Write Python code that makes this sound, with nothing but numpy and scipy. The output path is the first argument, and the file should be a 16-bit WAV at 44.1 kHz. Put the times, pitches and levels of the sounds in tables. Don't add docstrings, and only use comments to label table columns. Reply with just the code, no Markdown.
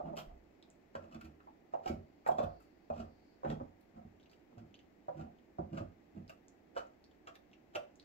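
import sys
import numpy as np
from scipy import signal
from scipy.fft import rfft, irfft, next_fast_len
from scipy.io import wavfile

SR = 44100
rng = np.random.default_rng(int(sys.argv[2]) if len(sys.argv) > 2 else 0)


def wrap_up_sound(samples):
    columns = np.atleast_2d(samples).T
    tamed = np.clip(columns, -1, 1)
    steps = np.round(tamed * 32767).astype(np.int16)
    wavfile.write(sys.argv[1], SR, steps)


N = 354563
AGE = np.arange(SR // 2) / SR

# f/Hz, width/Hz, relative level/dB
BONE_MODES = [(498, 44, -12), (573, 57, -2.5), (689.5, 64, 4.5), (924, 200, -19.5), (1140, 130, -18.5),
              (1240, 540, -17.5)]
# f/Hz, width/Hz, relative level/dB
FLOOR_MODES = [(57.4, 8, -9.5), (91.4, 19, -0.5), (162.3, 51, 3), (222.7, 31.5, 3), (312.4, 33, -2.5)]
# f/Hz, width/Hz, relative level/dB
TEETH_MODES = [(2592, 140, 9), (3100, 440, -3), (4080, 1300, -5), (5040, 1800, -6.5), (6880, 290, -5.5)]


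def from_db(db):
    return 10 ** (np.asarray(db) / 20)


def unit(x):
    return x / np.sqrt(np.sum(x ** 2, axis=-1, keepdims=True) + 1e-30)


def at_hz(points, hz, axis=1):
    table = np.array(points)
    return np.interp(np.log(np.maximum(hz, 1)), np.log(table[:, 0]), table[:, axis])


def add(track, s, sound):
    start = max(round(s * SR), 0)
    track[start:start + len(sound)] += sound[:N - start]


def low_pass(x, hz, order=2):
    sections = signal.butter(order, min(hz, SR / 2 - 1), fs=SR, output="sos")
    return signal.sosfilt(sections, x + 1e-18)


def resonate(x, modes):
    out = 0
    for hz, width, db in modes:
        r = np.exp(-np.pi * width / SR)
        poles = [1, -2 * r * np.cos(2 * np.pi * hz / SR), r * r]
        zeros = np.array([1, 0, -1]) * (1 - r * r) / 2
        out = out + from_db(db) * signal.lfilter(zeros, poles, x + 1e-18)
    return out


def varied(modes, detune=0.024, uneven_db=2):
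    chance = np.clip(rng.standard_normal((len(modes), 2)), -2, 2)
    return [(hz * (1 + detune * shift), width, db + uneven_db * lift)
            for (hz, width, db), (shift, lift) in zip(modes, chance)]


def grains(count, per_s, spread_db):
    born = rng.random(count) < per_s / SR
    sizes = from_db(spread_db * np.clip(rng.standard_normal(count), -2, 2))
    return born * rng.choice([-1, 1], count) * sizes


def stroke(swell, fade, wait=0):
    age = AGE - wait
    build_up = np.sin(np.pi / 2 * np.clip(age / swell, 0, 1)) ** 2
    return build_up * np.exp(-np.maximum(age - swell, 0) / fade)


def at_level(sound, force, db):
    return from_db(db) * unit(sound) * np.sqrt(np.sum(force ** 2))


def knocks(chatter_s=0.0061, chatter_share=0.65, thud_hz=450, lasts_s=0.014, enamel_db=-34, enamel_top_hz=7000):
    # t/s, knock level/dB, floor thud level/dB, nominal bone f/Hz, muffled above f/Hz
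    blows = [(.001, -39, -58, 720, 1170), (.052, -50, -65, 746, 950), (.096, -47.5, -53, 690, 870),
             (.131, -44.5, -52.5, 740, 885), (.18, -46, -62, 712, 1300), (.952, -39, -51, 565, 1640),
             (1.147, -60, -47, 650, 1190), (1.472, -52, -73, 837, 1200), (1.737, -35.5, -61, 705, 1100),
             (1.749, -41.5, -67, 746, 1020), (1.859, -38, -46.5, 747, 1500), (1.895, -43, -32.5, 613, 920),
             (2.264, -32.5, -57, 830, 1990), (2.288, -26, -49, 706, 1280), (2.315, -34.5, -62, 717, 940),
             (2.384, -29.5, -42, 673, 1160), (2.402, -31, -54, 588, 940), (2.431, -39.5, -39, 640, 935),
             (2.901, -34, -46.5, 705, 1100), (2.995, -44.5, -45, 722, 1000), (3.433, -39.5, -63, 760, 1180),
             (3.448, -36.5, -49, 520, 1720), (3.455, -41, -39, 777, 1300), (3.501, -42, -50, 470, 1300),
             (3.521, -40, -38.5, 396, 905), (3.6, -45, -45, 563, 1490), (3.611, -42.5, -44.5, 360, 1060),
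             (4.045, -75, -51.5, 650, 705), (4.522, -62, -64, 446, 1200), (4.574, -59.5, -61, 700, 990),
             (5.083, -37.5, -58, 691, 1220), (5.585, -39, -35, 690, 1110), (5.774, -46, -51, 690, 1400),
             (5.804, -46.5, -38.5, 663, 810), (6.765, -37, -77, 676, 1380), (7.757, -35.5, -72, 604, 1300)]
    thud_lag_s = 0.00601
    out = np.zeros(N)
    main_hz = max(BONE_MODES, key=lambda mode: mode[2])[0]
    for s, knock_db, thud_db, pitch_hz, muffle_hz in blows:
        skid = grains(len(AGE), 1200, 5.0) * np.exp(-AGE / chatter_s)
        contact = chatter_share * unit(skid)
        contact[0] += 1
        gripped = [(hz * pitch_hz / main_hz, width, db) for hz, width, db in varied(BONE_MODES, detune=0.017)]
        ring = low_pass(resonate(contact, gripped), muffle_hz, order=5)
        click = low_pass(contact, enamel_top_hz, order=6)
        thud = low_pass(resonate(contact, FLOOR_MODES), thud_hz, order=3)
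        add(out, s, from_db(knock_db) * unit(ring))
        add(out, s, from_db(knock_db + enamel_db) * unit(click))
        add(out, s + thud_lag_s, from_db(thud_db) * unit(thud))
    return out * np.sqrt(lasts_s * SR)


def chews(drag_hz=400, scrape_hz=1200):
    # t/s, swell/s, rug drag level/dB, tooth scrape level/dB, wet crackle level/dB
    bites = [(0, 0.083, -45, -48, -72.5), (.162, 0.019, -51.5, -59, -49), (0.271, 0.018, -69, -58, -76),
             (.95, 0.1, -59, -60.5, -71.5), (1.089, 0.043, -57, -60, -63), (1.21, 0.042, -54.5, -65, -69),
             (1.821, 0.062, -53.5, -55, -52), (1.89, 0.027, -49, -61, -83), (2.3, 0.0087, -48, -50, -69),
             (2.385, 0.052, -56.5, -38.5, -63), (2.905, 0.1, -50, -53.5, -59.5),
             (3.43, 0.062, -41.5, -45.5, -60.5), (3.93, 0.046, -54.5, -58, -76),
             (4.52, 0.11, -56.5, -71, -82), (5.12, 0.091, -44.5, -52.5, -65.5),
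             (5.569, 0.073, -49.5, -64, -95), (5.7, 0.049, -40.5, -51.5, -63.5),
             (6.122, 0.054, -45.5, -65, -73.5)]
    bone_release_s, saliva_release_s = 0.041, 0.017
    out = np.zeros(N)
    for s, swell, drag_db, scrape_db, wet_db in bites:
        force = stroke(swell, bone_release_s)
        rug_slips = force * grains(len(AGE), 1600, 2.1)
        drag = low_pass(resonate(rug_slips, FLOOR_MODES), drag_hz, order=3)
        tooth_jerks = force * grains(len(AGE), 350, 3.2)
        scrape = low_pass(resonate(tooth_jerks, varied(BONE_MODES, detune=0.03)), scrape_hz, order=3)
        wet = saliva(stroke(swell, saliva_release_s), wet_db)
        add(out, s, at_level(drag, force, drag_db) + at_level(scrape, force, scrape_db) + wet)
    return out


def smacks():
    # t/s, fade/s, wet crackle level/dB, thinness/dB (more spray, less hollow),
    # wet gap f/Hz, air pocket level/dB, air pocket f/Hz
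    partings = [(.167, 0.0049, -44, 5.5, 3200, -54, 1330), (.182, 0.014, -47, 9.5, 3250, -60, 1280),
                (0.951, 0.01, -53, -1.5, 2970, -42, 1337), (1.143, 0.0082, -54.5, 0.5, 2750, -49, 1430),
                (1.208, 0.007, -53.5, 7, 2740, -45.5, 1380), (1.243, .012, -58, 5, 2700, -70, 1410),
                (1.736, 0.0017, -56, -4, 2710, -51, 1190), (1.875, 0.023, -47.5, 2, 2260, -61, 1340),
                (2.261, 0.0019, -50, -4, 2030, -44, 1230), (2.275, 0.0035, -44.5, 13, 7440, -54, 1340),
                (2.313, 0.0036, -53, 4, 3280, -59, 1300), (2.381, 0.017, -48.5, -3.5, 3480, -59, 1290),
                (2.43, 0.0068, -51.5, 5.5, 3550, -65, 1300), (2.601, 0.03, -72.5, 17, 6950, -56, 1300),
                (2.899, 0.002, -70, -2, 2620, -41, 1195), (3.447, 0.0034, -60, -7, 2940, -43, 1430),
                (3.499, 0.022, -53, 0.5, 3350, -43, 1870), (3.808, 0.0058, -71, 19, 4030, -77, 1350),
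                (4.312, 0.022, -66.5, 6.5, 4500, -77, 1370), (4.578, 0.015, -65, 2, 2800, -68, 1420),
                (5.194, 0.014, -62, -2, 2650, -62, 1460), (5.765, 0.017, -50.5, -2, 2700, -57, 1470),
                (6.293, 0.0098, -49.5, 3.5, 2890, -67, 1350), (6.762, 0.019, -48, -2.5, 3030, -34.5, 1377),
                (7.27, 0.014, -53.5, -3, 2900, -41, 1140), (7.353, 0.0017, -51, 7.5, 3530, -52, 1770),
                (7.749, 0.005, -47, -4, 3100, -37, 1370), (7.7555, 0.005, -41, 3.5, 2650, -38.5, 1413)]
    peel_s, peel_db, snap_s = .02, -16, 0.001853
    out = np.zeros(N)
    for s, fade, db, thin_db, gap_hz, pocket_db, pocket_hz in partings:
        peel = from_db(peel_db) * stroke(peel_s, fade)
        force = peel + stroke(snap_s, fade, wait=peel_s)
        add(out, s - peel_s, saliva(force, db, thin_db, gap_hz, snaps_per_s=1300))
        add(out, s + snap_s, bubble(pocket_db, pocket_hz, cycles=8.7))
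    return out


def saliva(force, db, thin_db=0, gap_hz=2830, snaps_per_s=750, spread_db=5.5,
           teeth_top_hz=7900, mouth_top_hz=1850, count=5):
    # f/Hz, width/Hz, relative level/dB
    mouth_modes = [(520, 130, -10), (659, 146, -1.5), (1133, 220, -6.5), (1290, 82, -1.5)]
    # f/Hz, width/Hz, relative level/dB
    spray_modes = [(9200, 1100, -20), (12700, 4000, 7), (15100, 2200, -10.5)]
    hollow_db, spray_db = 5, -17.5
    gap_width_hz, gap_share = 100, 0.78
    gap_spread_octaves, gap_edge_db = .35, 16.5
    snaps = force * grains(len(AGE), snaps_per_s, spread_db)
    dealt = rng.integers(0, count, len(AGE))
    sizes = varied([(gap_hz * 2 ** (gap_spread_octaves * k), gap_width_hz, -gap_edge_db * abs(k))
                    for k in np.linspace(-1, 1, count)])
    gap = sum(resonate(snaps * (dealt == k), [mode]) for k, mode in enumerate(sizes))
    bright = unit(resonate(snaps, varied(TEETH_MODES))) + gap_share * unit(gap)
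    crackle = low_pass(bright, teeth_top_hz, order=12)
    hollow = low_pass(resonate(snaps, varied(mouth_modes, detune=0.037)), mouth_top_hz, order=4)
    spray = resonate(snaps, spray_modes)
    out = at_level(crackle, force, db)
    out = out + at_level(hollow, force, db + hollow_db - thin_db)
    return out + at_level(spray, force, db + spray_db + thin_db)


def bubble(db, hz, cycles, overtone=2.08, overtone_db=-13):
    turns = hz * AGE[:SR // 25]
    ring = np.sin(2 * np.pi * turns) + from_db(overtone_db) * np.sin(2 * np.pi * overtone * turns)
    return from_db(db) * ring * (1 - np.exp(-2 * turns)) * np.exp(-turns / cycles)


def pops(top_hz=7900, cycles=2.28, count=4):
    # t/s, level/dB, f/Hz of the first bubble
    bursts = [(.626, -43.5, 3720), (.702, -40.5, 7700), (1.403, -47.5, 1280), (3.501, -38.5, 3390),
              (4.199, -52.5, 3100), (4.23, -52, 3730), (4.259, -50.5, 2830), (4.297, -51, 4450),
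              (4.333, -49.5, 2860), (4.7425, -39.5, 3010), (4.791, -45.5, 3000), (5.386, -56, 3130),
              (5.777, -43, 2690), (6.279, -45.5, 4930), (6.483, -40.5, 6770), (6.869, -55.5, 6800),
              (7.041, -45, 4500), (7.113, -55, 3240), (7.273, -40.5, 2900), (7.3544, -44, 3560),
              (7.515, -57, 3400), (7.532, -45, 2720), (7.7553, -26, 2780), (7.957, -47, 6700),
              (7.998, -39, 4180)]
    mean_delay_s, neighbour_db, spread_octaves = .007, -7.5, 0.4
    out = np.zeros(N)
    for s, db, hz in bursts:
        add(out, s, bubble(db, hz, cycles))
        for delay, size, weight in rng.random((count, 3)):
            neighbour_hz = hz * 2 ** (spread_octaves * (3 * size - 1))
            neighbour_s = s - mean_delay_s * np.log(1 - delay)
            add(out, neighbour_s, weight * bubble(db + neighbour_db, neighbour_hz, cycles))
    return low_pass(out, top_hz, order=6)


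def moist_ticks(level_db=-91, per_s=70):
    ticks = low_pass(resonate(grains(N, per_s, 1.4), TEETH_MODES), 7800, order=8)
    return from_db(level_db) * np.sqrt(N) * unit(ticks)


def bumps(swell_cycles=0.89, fade_s=0.054):
    # t/s, level/dB, sway f/Hz
    shifts = [(.02, -55, 59.4), (0.258, -48.5, 31), (0.313, -52.5, 60.5), (0.962, -52.5, 90),
              (1.24, -51, 77.2), (1.86, -54, 47), (2.442, -50, 51.5), (2.907, -46, 83.8),
              (2.985, -48, 87.7), (4.57, -50, 110.4), (5.59, -49, 80)]
    out = np.zeros(N)
    for s, db, hz in shifts:
        force = stroke(swell_cycles / hz, fade_s)
        add(out, s, from_db(db) * force * np.sin(2 * np.pi * hz * AGE))
    return out


def room_response(early_s=0.012, build_s=0.0017):
    # f/Hz, t60/s, early level/dB, late level/dB, weight of the part that differs between the ports
    room_bands = [(79.5, 0.31, -3, 2.5, 0.15), (245, 0.31, -5, -11, 0.53), (475, 0.36, -4, -4.5, 0.76),
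                  (620, 0.28, 4.5, 0, 0.58), (2200, 0.28, -2.5, -9.5, 1.93), (6960, 0.24, -7, -12, 5.3),
                  (14000, 0.24, -7, -11, 0.8)]
    common, *own = rfft(rng.standard_normal((3, len(AGE))))
    hz = np.arange(len(common)) * SR / len(AGE)
    edges = [0, *np.geomspace(125, SR / 2, 16)]
    build_up, early_fade = 1 - np.exp(-AGE / build_s), np.exp(-AGE / early_s)
    out = 0
    for low, high in zip(edges, edges[1:]):
        t60, early_db, late_db, apart = (at_hz(room_bands, (low + high) / 2, axis=k) for k in range(1, 5))
        in_band = (hz >= low) & (hz < high)
        noise = irfft((common + apart * np.array(own)) * in_band, len(AGE))
        decay = np.exp(-np.log(1000) * AGE / t60)
        early = from_db(early_db) * unit(noise * build_up * early_fade)
        late = from_db(late_db) * unit(noise[:, ::-1] * (1 - early_fade) * decay)
        out = out + (early + late) * np.sqrt(2 * (high - low) / SR)
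    return out


def reflections(x, count=10):
    out = np.zeros((2, N))
    edges = np.linspace(0, N, count + 1).astype(int)
    overlap = SR // 25
    for start, end in zip(edges, edges[1:]):
        at = np.arange(max(start - overlap, 0), end)
        share = np.clip(np.minimum(at - start + overlap, end - at) / overlap, 0, 1)
        faded = x[at] * np.sin(np.pi / 2 * share)
        for track, response in zip(out, room_response()):
            add(track, at[0] / SR, signal.fftconvolve(faded, response))
    return out


def ports(x):
    # f/Hz, phase/rad
    lead = [(0, 0), (290, 0.38), (450, 2), (700, 2.5), (1000, 3.5), (1500, 2), (2200, 5.5), (3700, 7),
            (7000, 11.5), (16000, 36)]
    # f/Hz, level/dB
    balance = [(60, -2.5), (170, -2), (370, -6), (700, -3.5), (1700, 2), (5000, -2.5), (14000, -2.5)]
    size = next_fast_len(N + SR // 10)
    hz = np.arange(size // 2 + 1) * SR / size
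    side = np.array([[.5], [-.5]])
    turn = np.exp(1j * side * np.interp(hz, *np.transpose(lead)))
    return irfft(rfft(x, size) * turn * from_db(side * at_hz(balance, hz)), size)[:, :N]


def hiss():
    # t/s, level/dB
    course = [(1.7, -115), (1.98, -98), (2.55, -81.5), (2.8, -90.5), (3.33, -82), (3.6, -115)]
    level = from_db(np.interp(np.arange(N) / SR, *np.transpose(course)))
    band = [(4550, 890, 0)]   # f/Hz, width/Hz, level/dB
    noise = rng.standard_normal((2, N))
    narrow = resonate(resonate(noise, band), band)
    return level * np.sqrt(N) * unit(narrow)


def hum(level_db=-64.5):
    # f/Hz, relative level per Hz/dB
    spectrum = [(25, -17.5), (62, -9), (120, -14.5), (190, -8), (320, -3), (490, -14), (740, -13),
                (1000, -22.5), (1400, -26.5), (2050, -24), (3200, -35.5), (7600, -43), (8800, -57),
                (13000, -44)]
    # f/Hz, correlation (0 to 1)
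    likeness = [(60, .9), (250, 0.68), (600, 0), (15000, 0)]
    # f/Hz, level/dB
    balance = [(60, -0.5), (180, -1.5), (550, -6.5), (1650, 7.5), (5000, 5.5), (15000, -3)]
    mid, side = rfft(rng.standard_normal((2, N)))
    hz = np.arange(len(mid)) * SR / N
    alike = np.clip(at_hz(likeness, hz), -1, 1)
    both = np.sqrt(1 + alike) * mid + np.sqrt(1 - alike) * side * [[1], [-1]]
    colour_db = at_hz(spectrum, hz) + at_hz(balance, hz) * [[.5], [-.5]]
    air = irfft(both * from_db(colour_db), N)
    return from_db(level_db) * air / np.std(air)


def scene():
    # f/Hz, width/Hz, relative level/dB
    standing_waves = [(52, 8.3, -8), (90, 13, -1), (153.3, 11.2, 4.5), (196, 9.2, 6), (224.5, 10, 1),
                      (250.2, 7.2, -3), (337.5, 31, -1.5), (497, 46, -4), (585, 24, -14.5), (732, 18, 3),
                      (760, 5.9, 5)]
    blows = knocks()
    chewing = chews() + smacks()
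    bubbles = pops() + moist_ticks()
    direct = from_db(-8) * blows + from_db(-8.0) * chewing + from_db(-3.0) * bubbles
    boom = from_db(-2.5) * resonate(blows + chewing, standing_waves)
    room = reflections(from_db(-3.0) * blows + from_db(-4.0) * chewing + bubbles)
    return ports(direct + room + boom + bumps()) + hum() + hiss()


def record(dry, cutoff_hz=15750):
    return signal.sosfilt(signal.ellip(10, .2, 70, cutoff_hz, fs=SR, output="sos"), dry)


dry = scene()
out = record(dry)
wrap_up_sound(out)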